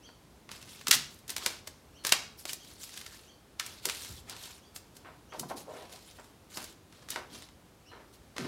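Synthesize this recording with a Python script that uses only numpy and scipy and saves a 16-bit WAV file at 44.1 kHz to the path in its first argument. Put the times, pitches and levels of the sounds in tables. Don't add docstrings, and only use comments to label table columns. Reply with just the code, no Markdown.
import sys
import numpy as np
from scipy import signal
from scipy.fft import rfft, irfft
from scipy.io import wavfile
from scipy.ndimage import uniform_filter1d

SR = 44100
rng = np.random.default_rng(int(sys.argv[2]) if len(sys.argv) > 2 else 0)


def unload_wav(signal):
    wavfile.write(
        sys.argv[1],
        SR,
        np.round(np.clip(np.atleast_2d(signal).T, -1, 1) * 32767).astype(np.int16),
    )


N = 373554


def amp(db):
    return 10 ** (np.asarray(db) / 20)


def unit(x):
    return x / np.sqrt(np.mean(x ** 2) + 1e-20)


def read(points, hz):
    table_hz, value = np.transpose(points)
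    return np.interp(np.log(hz + 1), np.log(table_hz + 1), value)


def add(mix, start_s, sound):
    part = mix[max(round(start_s * SR), 0):][:len(sound)]
    part += sound[:len(part)]


def even_colour(x, size=31):
    z = rfft(x)
    power = uniform_filter1d(np.abs(z) ** 2, size=size)
    return irfft(z / np.sqrt(power + 1e-20), len(x))


def breaks(count, per_s, spread_db):
    chance, size, sign = rng.random((3, count))
    size_db = spread_db * np.minimum(-np.log(1 - size), 4)
    return (chance < per_s / SR) * amp(size_db) * np.sign(sign - .5)


def paper_click(spectrum, tilt, thud_db=0, ring_hz=4000, ring_db=0, size=1024):
    hz = np.abs(np.fft.fftfreq(size, 1 / SR)) + 1
    db = read(spectrum, hz)
    db += np.clip(tilt, -8, 6) * np.log2(np.maximum(hz, 1200) / 1200)
    db += thud_db / (1 + (hz / 900) ** 4)
    db += ring_db * np.exp(-(4 * np.log2(hz / ring_hz)) ** 2)
    minimum_phase = np.exp(np.conj(signal.hilbert(np.log(amp(db)))))
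    click = np.fft.ifft(minimum_phase).real[:size // 2]
    return click / np.linalg.norm(click)


def stroke(length_s, attack_s, edge_db):
    t = np.arange(0, length_s, 1 / SR)
    force_db = np.interp(t, [0, attack_s, length_s], [edge_db, 0, edge_db])
    return amp(force_db) * signal.windows.tukey(len(t), .12)


def friction(force, hz, width):
    slips = breaks(len(force) + SR // 20, per_s=1500, spread_db=2.0)
    resonance = signal.iirpeak(hz, hz / (2 * width), fs=SR)
    ring = signal.lfilter(*resonance, slips)
    ring = signal.lfilter(*resonance, ring)[-len(force):]
    soft_skin = signal.butter(1, min(2 * hz, SR / 3), fs=SR)
    return force * unit(signal.lfilter(*soft_skin, ring))


# frequency_hz, level_db_per_hz
OUTDOOR_SPECTRUM = [(20, -36), (32, -17), (48, -4.5), (85, -2.5), (130, -6.5), (300, -8.5), (600, -14.5),
                    (1000, -17.5), (2000, -24), (4000, -26), (8000, -30), (12000, -32), (16000, -38.5)]


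def outdoors(level_db=-58, drift_rms_db=.5):
    colour = amp(read(OUTDOOR_SPECTRUM, np.fft.rfftfreq(N, 1 / SR)))
    noise = irfft(rfft(rng.standard_normal(N)) * colour, N)
    t = np.arange(N) / SR
    waves = [np.sin(2 * np.pi * (hz * t + rng.random())) for hz in np.geomspace(.2, 3, num=8)]
    return amp(level_db + drift_rms_db * unit(sum(waves))) * unit(noise)


# start_s, level_db, pitch_factor
BIRD_CALLS = [(.01, -55.5, 0.984), (.641, -66, 1.22), (1.929, -58, 0.94), (2.569, -56.5, 0.98),
              (3.25, -58.5, 0.97), (4.6, -63, 1.02), (5.275, -58.5, 0.99), (7.84, -57.5, 0.898)]
# time_s (from its start), low_voice_hz, high_voice_hz
CALL_GLIDE = [(0, 2384, 4600), (.02, 2900, 5810), (.04, 3307, 6350), (.05, 3372, 6400), (.058, 3146, 6010),
              (.075, 3490, 6500)]


def bird(high_db=-2, note_db=-1, note_hz=4620, note_s=0.033, trill_hz=300, waver_hz=80):
    out = np.zeros(N)
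    at, low_hz, high_hz = np.transpose(CALL_GLIDE)
    t = np.arange(0, at[-1], 1 / SR)
    swell = np.sin(np.pi * (t / at[-1]) ** 2) ** .5
    hump = np.hanning(len(t))
    for start_s, db, pitch in BIRD_CALLS:
        shake = unit(uniform_filter1d(rng.standard_normal(len(t)), size=60))
        voices_hz = pitch * np.array([
            np.interp(t, at, low_hz) + waver_hz * shake,
            np.interp(t, at, high_hz) + trill_hz * shake,
            note_hz + 2 * waver_hz * shake])
        low, high, note = np.sin(2 * np.pi * np.cumsum(voices_hz, axis=1) / SR)
        add(out, start_s, amp(db) * (swell * low + amp(high_db) * hump * high))
        add(out, start_s + note_s, amp(db + note_db) * hump * note)
    return out


# start_s, level_db, tilt_db_per_octave, thud_db (below 900 Hz), break_length_s
TAPE_SNAPS = [(.09, -49.5, -11, 7.5, .0009), (0.4912, -44, -7.5, -8.5, .0009),
              (.516, -39.5, -1.5, -2, .0006), (.6265, -47.5, -.5, -4, .0018), (.812, -45, -3.5, -5.5, .002),
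              (0.8706, -27, -3, -12, .0007), (0.8828, -25.5, 3, -1, .0009), (0.9114, -15, 0.5, -19, .0008),
              (0.9143, -15, -0.14, -22, .0008), (1.28, -44, 5, 7, .001), (1.295, -36, 0.5, 0.5, .0013),
              (1.303, -33, 4.5, 4, .0017), (1.365, -29.5, 0, -1, .0009), (1.381, -36, 1.5, 8.5, .0013),
              (1.4619, -22, -0.11, -2.5, .0012), (1.468, -32.5, -3.5, 7, .0009), (1.674, -37, 1, 10, .003),
              (2.0495, -27, -1.5, 2, .0016), (2.0686, -27, 4.5, 5, .0016), (2.093, -31, 0, -4, .0009),
              (2.1223, -15.8, -2, -7, .0008), (2.1243, -17.5, -1, -1.5, .0009),
              (2.4541, -34.5, 0, 10, .0005), (2.532, -32.5, 5, 9, .0014), (2.9752, -39.5, -0.5, -33, .0014),
              (3.0132, -43, -3, -32, .0022), (3.0635, -41, -2, -14, .0018),
              (3.5978, -27.5, -1.75, -21, .0012), (3.6633, -39, 3.5, 5, .0022),
              (3.8547, -25, 2.5, 6.5, .0013), (3.888, -33.5, -3, -4.5, .0023),
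              (3.8973, -28.5, -2.5, -16, .0016), (4.297, -39, 3.5, 4, .0009),
              (4.7614, -38.5, 1.5, 3, .0024), (4.9673, -48, 2.5, 8.5, .002), (5.3961, -32, 5.5, 5, .0024),
              (6.5722, -34.5, -0.5, 11, .0018), (6.6421, -41, 3.5, 12.5, .0018),
              (6.925, -54, -2, -3, .0023), (7.025, -54, -3.5, 10, .0035), (7.104, -32.5, 6.5, 1, .0024),
              (7.16, -31.5, -8, -2.5, .0009), (7.488, -53.5, -3.7, 2, .001),
              (8.3646, -41.5, -4.5, 8.5, .0019), (8.382, -33, -5, -3.5, .0009)]
# frequency_hz, level_db_per_hz
PAPER_SPECTRUM = [(60, -17), (200, -9), (600, -5.5), (1200, -2), (1700, -2), (2400, -3), (3100, -0.5),
                  (4200, 1), (6000, 0), (8500, -3), (12000, -7), (15500, -15.5), (18000, -33)]
STRIP_HZ, STRIP_SPREAD_OCTAVES = 1950, .3


def snaps(lead_db=-16.5, lead_lengths=2.2, flutter_db=-15.5, flutter_s=0.0095, softness=0.275, ring_db=4.0):
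    spots = np.zeros((3, N))
    t = np.arange(-512, 1536) / SR
    after = np.maximum(t, 0)
    flutter = np.exp(-after / flutter_s) * (t >= 0)
    loudest_db = max(row[1] for row in TAPE_SNAPS)
    for k, (start_s, db, tilt, thud_db, length_s) in enumerate([*TAPE_SNAPS, *tear(), *crinkles()]):
        ring_hz = STRIP_HZ * 2 ** (STRIP_SPREAD_OCTAVES * rng.standard_normal())
        burst = after / length_s * np.exp(1 - after / length_s)
        lead = amp(lead_db) * np.exp(-np.abs(t) / (lead_lengths * length_s))
        slack_db = softness * (loudest_db - db)
        force = burst ** 2 + lead + amp(flutter_db + slack_db) * flutter
        avalanche = even_colour(force * rng.standard_normal(len(t)), size=35)
        avalanche /= np.linalg.norm(avalanche)
        snap = np.convolve(avalanche, paper_click(PAPER_SPECTRUM, tilt, thud_db, ring_hz, ring_db))
        gain = amp(db) * np.sqrt(SR // 200)
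        add(spots[k % len(spots)], start_s + t[0] - length_s / 2, gain * snap)
    return spots


# start_s, length_s, level_db, tilt_db_per_octave
TAPE_PEELS = [(0.49, 0.1596, -50.5, -2), (0.604, 0.344, -51.5, -.5), (1.084, 0.129, -58, 6.5),
              (1.275, .08, -44, -1.5), (1.358, 0.252, -43.5, -3), (2.035, .1, -37, -1.5),
              (2.371, 0.078, -49.5, 5), (2.469, 0.0816, -39, 1), (2.579, 0.349, -55, 0),
              (2.791, 0.127, -45.5, 2.5), (2.89, 0.258, -49, -0.5), (3.059, 0.2295, -52.5, -0.5),
              (3.59, 0.249, -48.5, -2), (3.815, .24, -42, 0), (3.932, 0.289, -43.5, .5),
              (4.262, .15, -47, -4), (4.351, 0.2536, -46.5, -1), (4.743, 0.0497, -48, 5),
              (4.936, 0.0853, -60, 2), (5.328, .09, -55.5, -1.5), (5.479, 0.068, -49, 2),
              (5.557, 0.08, -45.5, 2.5), (5.676, 0.29, -53.5, -2.5), (5.897, 0.1037, -50, -0.5),
              (5.95, .38, -56.5, 0), (6.49, 0.2487, -46, 0), (6.889, 0.252, -60.5, -3.5),
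              (7.084, 0.119, -42.5, -2.5), (7.295, .19, -48.5, -2), (8.123, 0.056, -57.5, 0.5),
              (8.359, 0.215, -42, -6.5)]
# frequency_hz, level_db_per_hz
GLUE_SPECTRUM = [(80, -24.5), (300, -8), (800, -7), (2000, -3), (4000, 1.5), (6000, -1), (9000, -3),
                 (12000, -6), (15500, -13.5), (18000, -35.5)]


def peels(sticky_db=1.44):
    out = np.zeros(N)
    for start_s, length_s, db, tilt in TAPE_PEELS:
        force = stroke(length_s, attack_s=.3 * length_s, edge_db=-14.0)
        hold = unit(uniform_filter1d(rng.standard_normal(len(force)), size=220))
        grip = amp(sticky_db * hold)
        crackle = unit(grip * breaks(len(force), per_s=5500, spread_db=3))
        add(out, start_s, amp(db) * np.convolve(force * crackle, paper_click(GLUE_SPECTRUM, tilt)))
    return crumple(out)


def crumple(x, patchy_db=3):
    z = signal.stft(x, SR, nperseg=256)[2]
    patches = uniform_filter1d(rng.standard_normal(z.shape), size=5, axis=1)
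    patches = uniform_filter1d(patches, size=9, axis=0)
    gain = amp(patchy_db * unit(patches) - patchy_db / 2)
    return signal.istft(z * gain, SR, nperseg=256)[1][:N]


def crinkles(per_s=6, over_peel_db=.5, spread_db=2, tick_s=.0008):
    rows = []
    for start_s, length_s, db, tilt in TAPE_PEELS:
        for when, size in rng.random((round(per_s * length_s), 2)):
            share = 1 - np.sqrt(when)
            tick_db = db + over_peel_db + spread_db * (2 * size - 1)
            rows.append((start_s + share * length_s, tick_db, tilt, 0, tick_s))
    return rows


# start_s, length_s, level_db, resonance_hz
TRIM_RUBS = [(.882, 0.026, -40, 270), (.935, .07, -46, 185), (2.9, .07, -52, 4100), (3.594, .04, -43, 1700),
             (3.853, .05, -45, 400), (4.095, .05, -44.5, 104), (5.322, .07, -45, 647),
             (5.365, 0.1495, -44, 220), (5.427, 0.0201, -41.5, 836), (5.501, .042, -36, 620),
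             (5.518, .1, -48, 353), (5.659, 0.1163, -43.5, 553), (5.741, .14, -48, 560),
             (5.891, 0.1313, -56.5, 715), (7.279, 0.173, -54.5, 230), (8.378, 0.065, -38.5, 303),
             (8.425, .12, -39.5, 283), (8.405, 0.061, -40, 170)]


def rubs(width=.49):
    out = np.zeros(N)
    for start_s, length_s, db, hz in TRIM_RUBS:
        force = stroke(length_s, attack_s=.3 * length_s, edge_db=-14.5)
        add(out, start_s, amp(db) * friction(force, hz, width * hz))
    return out


# level_db, tilt_db_per_octave, thud_db, break_length_s
TEAR_FIRST, TEAR_LAST = (-22.5, -2.2, -20, .00055), (-27.5, 2.5, 4, .00065)


def tear(count=7, start_s=.9276, gap_s=.004, jitter=.13):
    steps = np.arange(count) + jitter * rng.standard_normal(count)
    return np.column_stack([start_s + gap_s * steps, np.linspace(TEAR_FIRST, TEAR_LAST, count)])


# start_s, level_db, length_s
FINGER_PATS = [(5.043, -49.5, .13), (5.319, -43, .05), (5.495, -45, .06), (5.745, -51, .13),
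               (6.183, -47.5, .04), (6.572, -46.5, .09), (7.157, -41, .1), (7.911, -50, .16)]


def pats(attack_s=.0049, panel_hz=832, panel_width_hz=1090):
    out = np.zeros(N)
    for start_s, db, length_s in FINGER_PATS:
        force = stroke(length_s, attack_s, edge_db=-17.0)
        add(out, start_s, amp(db) * friction(force, panel_hz, panel_width_hz))
    return out


def car_side(x, scatter_db=-11, fade_s=.0125, gap_s=.002):
    t = np.arange(SR // 16) / SR
    taps = breaks(len(t), per_s=5000, spread_db=3.5) * np.exp(-t / fade_s) * (t > gap_s)
    taps = even_colour(taps, size=11)
    return x + amp(scatter_db) * signal.oaconvolve(x, taps / np.linalg.norm(taps))[:N]


# frequency_hz, level_db
WALL_COLOUR = [(100, 4.5), (400, -1), (1000, 2), (2400, 0), (5500, 0.5), (8000, -1.5), (12000, -3),
               (16000, -1)]
# frequency_hz, t60_s
GARAGE_DECAY = [(200, 0.7), (700, 0.46), (1800, 0.4086), (5000, 0.429), (9000, 0.33), (15000, 0.3)]


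def garage(x, build_s=0.002):
    t = np.arange(SR) / SR
    longest_s = max(row[1] for row in GARAGE_DECAY)
    fade = (1 - np.exp(-t / build_s)) * np.exp(-np.log(1000) * t / longest_s)
    echoes = even_colour(breaks(SR, per_s=5000, spread_db=2.5) * fade, size=81)
    hz, at, z = signal.stft(echoes, SR, nperseg=256)
    extra_rate = 1 / read(GARAGE_DECAY, hz)[:, None] - 1 / longest_s
    absorbed = np.exp(-np.log(1000) * at * extra_rate)
    coloured = z * amp(read(WALL_COLOUR, hz)[:, None]) * absorbed
    tail = signal.istft(coloured, SR, nperseg=256)[1][:SR // 2]
    return signal.oaconvolve(x, tail / np.linalg.norm(tail))[:N]


def scene():
    spots = snaps()
    hand = peels() + rubs() + pats()
    call = bird()
    snap = sum(car_side(spot) + garage(amp(-10.0) * spot) for spot in spots)
    near = car_side(amp(0.5) * hand + amp(-2.5) * call)
    wet = garage(amp(-9.0) * hand + amp(-5) * call)
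    mono = snap + near + wet + outdoors()
    return np.array([mono, mono])


def record(dry, low_cut_hz=36, edge_hz=15950):
    bass_cut = signal.butter(4, low_cut_hz, "highpass", fs=SR, output="sos")
    thinned = signal.sosfilt(bass_cut, dry)
    band_limit = signal.firwin(511, edge_hz, window=("kaiser", 9), fs=SR)
    return signal.oaconvolve(thinned, band_limit[None], "same")


dry = scene()
out = record(dry)
unload_wav(out)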